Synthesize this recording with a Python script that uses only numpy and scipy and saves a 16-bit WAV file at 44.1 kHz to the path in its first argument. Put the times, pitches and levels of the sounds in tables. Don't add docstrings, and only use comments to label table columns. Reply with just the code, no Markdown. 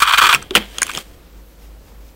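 import sys
import numpy as np
from scipy import signal
from scipy.fft import rfft, irfft, next_fast_len
from scipy.io import wavfile
from scipy.ndimage import uniform_filter1d

SR = 44100
rng = np.random.default_rng(int(sys.argv[2]) if len(sys.argv) > 2 else 0)


def dump(signal):
    limited = np.clip(np.atleast_2d(signal).T, -1, 1)
    pcm = np.round(limited * 32767).astype(np.int16)
    wavfile.write(sys.argv[1], SR, pcm)


N = 94947


def amp(db):
    return 10 ** (np.asarray(db) / 20)


def unit(x):
    return x / np.sqrt(np.mean(x ** 2) + 1e-20)


def curves(rows):
    times, first, *rest = np.transpose(rows)
    t = np.arange(N) / SR
    level = np.interp(t, times, first, -120, -120)
    return [level] + [np.interp(t, times, column) for column in rest]


def filtered(x, response):
    m = next_fast_len(N + SR // 2)
    return irfft(rfft(x, m) * response(np.fft.rfftfreq(m, 1 / SR)), m)[:N]


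def coloured(x, spectrum):
    f, db = np.transpose(spectrum)
    return unit(filtered(x, lambda hz: amp(np.interp(np.log(hz + 1), np.log(f + 1), db, -120))))


def grains(per_s, spread_db):
    hit = rng.random(N) < per_s / SR
    size = amp(spread_db * np.minimum(rng.exponential(size=N), 3))
    return unit(hit * rng.standard_normal(N) * size)


# (frequency [Hz], width [Hz], level [dB])
CARD_MODES = [(1129, 160, 6), (1358, 134, 6), (1540, 130, 3.5), (2440, 96, 0.5), (2587, 74, -3),
              (3220, 480, -3.5), (4520, 310, -14)]


def card(hz):
    modes = 0
    for k, (centre, width, db) in enumerate(CARD_MODES):
        resonance = 1j * hz * width / (centre ** 2 - hz ** 2 + 1j * hz * width)
        modes = modes + (-1) ** k * amp(db) * resonance
    bass_cut = (1j * hz / (450 + 1j * hz)) ** 2
    return modes * bass_cut


# (time [s], level [dB], treble over that level [dB])
JERKS = [(.001, -7.5, -6.5), (0.013, -14, -16.5), (0.019, 4.5, -12.5), (0.03, -15, -6.5),
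         (0.049, -12, -18.5), (0.062, -7.5, -17), (0.072, -4, -14), (0.083, -9.5, -11), (0.092, -4.5, -15),
         (0.107, -5.5, -20), (0.122, -7, -10), (0.134, 2.5, -16.5), (0.143, -11, -13.5), (0.156, -17, -6.5),
         (0.173, 2.5, -20), (0.181, 4.5, -10.5), (0.194, -15.5, -15.5), (0.207, -9, -14.5),
         (0.214, 0.5, -15), (0.223, -3.5, -11.5), (0.234, -2.5, -13), (0.244, -4, -15),
         (0.254, -3.5, -13.5), (0.266, 0, -13.5), (0.288, -1, -13), (0.296, -6, -15), (0.308, -3.5, -15.5),
         (0.316, -11, -9), (0.326, 2, -15), (0.35, -9, -10), (0.416, -25, -15), (0.889, -13.5, -12)]
# (frequency [Hz], relative level per Hz [dB])
FRICTION_HISS = [(3500, -24.5), (4500, -5.5), (7600, -6), (8400, -4), (10000, -12), (15800, -11.5)]
JERK_RISE_S, JERK_T60_S = 0.0032, 0.05


def drag():
    s, db, treble_db = np.transpose(JERKS)
    since = np.maximum(np.arange(N) / SR - s[:, None], 0)
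    rise = 1 - np.exp(-since / JERK_RISE_S)
    shape = rise * amp(db[:, None] - 60 * since / JERK_T60_S)
    catches = grains(per_s=4000, spread_db=1.6)
    body = filtered(shape.sum(axis=0) * catches, card) / np.std(filtered(catches, card))
    hiss = coloured(catches + 2 * rng.standard_normal(N), FRICTION_HISS)
    return body + (amp(treble_db) @ shape) * hiss


# (time [s], level [dB], knock pitch [Hz], metal over that level [dB], ring pitch of the coin struck [Hz])
CONTACTS = [(0.34, 1, 2330, -16.5, 9200), (0.347, 6, 2603, -15, 5520), (0.426, -30, 1250, -2.5, 6100),
            (0.508, -12, 3250, -28.5, 6700), (0.552, 10, 3003, -23, 8980), (0.5564, -2, 2000, -22, 7350),
            (0.5612, 2, 2840, -25, 4950), (0.5692, 2.5, 2410, -29.5, 8470), (0.579, -12, 3200, -30, 5270),
            (0.784, -8, 3190, -10, 6600), (0.8186, -6.5, 1740, -3, 6454), (0.8215, -4.5, 1552, -23.5, 5400),
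            (0.8298, -5.5, 2370, -3.5, 6816), (0.867, -18.5, 3200, -7.5, 7600),
            (0.88, -19.5, 2520, -31.5, 6510), (0.905, -18, 2300, -15.5, 7200),
            (0.915, -18, 2530, -11, 5760), (0.936, -21, 2350, -12.5, 6500),
            (0.95, -10.5, 3290, -19.5, 6770), (0.974, -10.5, 3200, -9.5, 5310),
            (0.979, -12.5, 1113, -26.5, 5157), (0.986, -19.5, 3192, -11.5, 7915)]
# (multiple of its ring pitch [ratio], level [dB], decay by 60 dB [s])
COIN_MODES = [(.8, -10, .005), (1, 0, .011), (1.37, -4, .014)]
KNOCK_T60_S, CRACK_T60_S = .01, .006
KNOCK_DB, CARD_DB, RING_DB, CRACK_DB = 1, 5, 7.5, -10
KNOCK_WAVER, RING_WAVER = .7, .45


def contacts():
    out, push = np.zeros(N + SR), np.zeros(N + SR)
    t = np.arange(SR // 10) / SR

    def fade(t60):
        return amp(-60 * t / t60) * (1 - np.exp(-t / 0.00014))

    def tone(hz, waver):
        return np.sin(2 * np.pi * hz * t + waver * np.sqrt(hz) * drift)

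    for s, db, knock_hz, metal_db, ring_hz in CONTACTS:
        push_noise, crack_noise = rng.standard_normal((2, len(t)))
        chance = rng.standard_normal(len(COIN_MODES))
        drift = np.cumsum(crack_noise) / np.sqrt(SR)
        knock = fade(KNOCK_T60_S) * tone(knock_hz, KNOCK_WAVER)
        ring = 0
        for (multiple, mode_db, t60), luck in zip(COIN_MODES, chance):
            ring = ring + amp(mode_db + 2 * luck) * fade(t60) * tone(multiple * ring_hz, RING_WAVER)
        crack = fade(CRACK_T60_S) * np.convolve(crack_noise, [1, 1, -1, -1], 'same')
        metal = amp(metal_db) * (amp(RING_DB) * ring + amp(CRACK_DB) * crack)
        at = round(s * SR)
        out[at:at + len(t)] += amp(db) * (amp(KNOCK_DB) * knock + metal)
        push[at:at + len(t)] += amp(db + CARD_DB) * fade(CRACK_T60_S) * push_noise
    return out[:N] + filtered(push[:N], card)


# (time [s], level at the onset [dB], pitch [Hz], decay by 60 dB [s])
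BUMPS = [(0.216, -27, 345.8, 0.62), (0.35, -28.5, 134.6, 0.36), (.509, -15, 362, 0.095),
         (0.554, -17.5, 203, 0.25), (0.965, -27.5, 169.6, 0.086)]


def bumps():
    s, db, hz, t60 = np.transpose(BUMPS)[..., None]
    since = np.maximum(np.arange(N) / SR - s, 0)
    steps = rng.standard_normal(since.shape) * (since > 0)
    drift = np.cumsum(steps, axis=1) * np.sqrt(hz / SR) * np.sqrt(t60)
    envelope = (1 - np.exp(-since / .001)) * amp(db - 60 * since / t60)
    return (envelope * np.sin(2 * np.pi * hz * since + 2.0 * drift)).sum(axis=0)


# (time [s], level [dB], treble over that level before the offset below [dB])
SHUFFLE = [(.355, -34, -3), (.4, -37.5, -3.5), (.52, -53.5, -8), (.551, -29.5, -1), (.556, -15.5, 13),
           (.575, -13, -5.5), (.59, -27.5, -10.5), (.635, -33.5, -11.5), (.69, -46, 5), (.81, -36, 1.5),
           (.92, -40, 6), (.96, -29.5, 2), (1.01, -36.5, 7), (1.035, -50.5, 7.5), (1.2, -63, 11)]
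# (frequency [Hz], relative level [dB])
SKIN_RUB = [(200, -1.5), (400, -2), (1080, -8), (2950, -4), (3180, 2), (3450, -6), (6000, -28)]
SHUFFLE_TREBLE_OFFSET_DB = -11.5


def shuffle():
    level_db, treble_db = curves(SHUFFLE)
    rustle = grains(per_s=4000, spread_db=1.4) + rng.standard_normal(N)
    treble = amp(treble_db + SHUFFLE_TREBLE_OFFSET_DB) * coloured(rustle, FRICTION_HISS)
    return amp(level_db) * (coloured(rustle, SKIN_RUB) + treble)


ROOM_DB, ROOM_T60_S = -24.5, .12


def room(x):
    t = np.arange(SR // 3) / SR
    tail = uniform_filter1d(rng.standard_normal(len(t)), size=3) * amp(-60 * t / ROOM_T60_S) * (t > .004)
    return amp(ROOM_DB) * signal.fftconvolve(x, tail / np.linalg.norm(tail))[:N]


# (frequency [Hz], relative level [dB])
AIR = [(15, -9), (70, -8.5), (92, -16.5), (300, -18.5), (480, -22.5), (1500, -30.5), (10500, -42),
       (12500, -38), (15900, -39.5)]
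# (time [s], level [dB])
SWELLS = [(1.5, -62.5), (1.628, -54), (1.882, -58), (2.08, -55)]
# (time [s], level [dB])
HUM = [(0, -42), (.44, -48), (.61, -38), (.98, -50.5), (1.1, -42), (1.17, -54.5), (1.37, -39), (1.52, -49),
       (1.72, -36.5), (1.87, -49.5), (2.0, -36.5), (2.15, -47)]
AIR_DB, AIR_PATCHY_DB = -46.5, 1.2
SWELL_S, SWELL_LOW_HZ = .03, 2000
MAINS_HZ, MAINS_ORDERS, MAINS_DB = 60, [3, 5, 8, 9], -63
HUM_HZ = 51


def room_air():
    z = signal.stft(rng.standard_normal(N), nperseg=512)[2]
    field = uniform_filter1d(rng.standard_normal(z.shape), size=40, axis=0)
    field = uniform_filter1d(field, size=16, axis=1)
    air = signal.istft(z * amp(AIR_PATCHY_DB * unit(field)), nperseg=512)[1][:N]
    return amp(AIR_DB) * coloured(air, AIR)


def treble_swells():
    t = np.arange(N) / SR
    treble = unit(filtered(coloured(rng.standard_normal(N), AIR), lambda hz: hz > SWELL_LOW_HZ))
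    return treble * sum(amp(db) * np.exp(-.5 * ((t - s) / SWELL_S) ** 2) for s, db in SWELLS)


def mains_overtones():
    t = np.arange(N) / SR
    wander = np.cumsum(rng.standard_normal((len(MAINS_ORDERS), N)), axis=1) * .02
    tones = np.sin(2 * np.pi * MAINS_HZ * np.outer(MAINS_ORDERS, t) + wander)
    return amp(MAINS_DB) * np.sqrt(2) * tones.sum(axis=0)


def low_hum():
    hum_db, = curves(HUM)
    return amp(hum_db) * np.sqrt(2) * np.sin(2 * np.pi * HUM_HZ * np.arange(N) / SR)


def scene():
    near = drag() + contacts() + bumps() + shuffle()
    background = room_air() + treble_swells() + mains_overtones() + low_hum()
    return (near + room(near) + background)[None]


CLIP_HARD = 4.5
TOP_HZ = 15795


def record(dry):
    clipped = dry[0] / (1 + np.abs(dry[0]) ** CLIP_HARD) ** (1 / CLIP_HARD)
    return filtered(clipped, lambda hz: hz < TOP_HZ)[None]


dry = scene()
out = record(dry)
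dump(out)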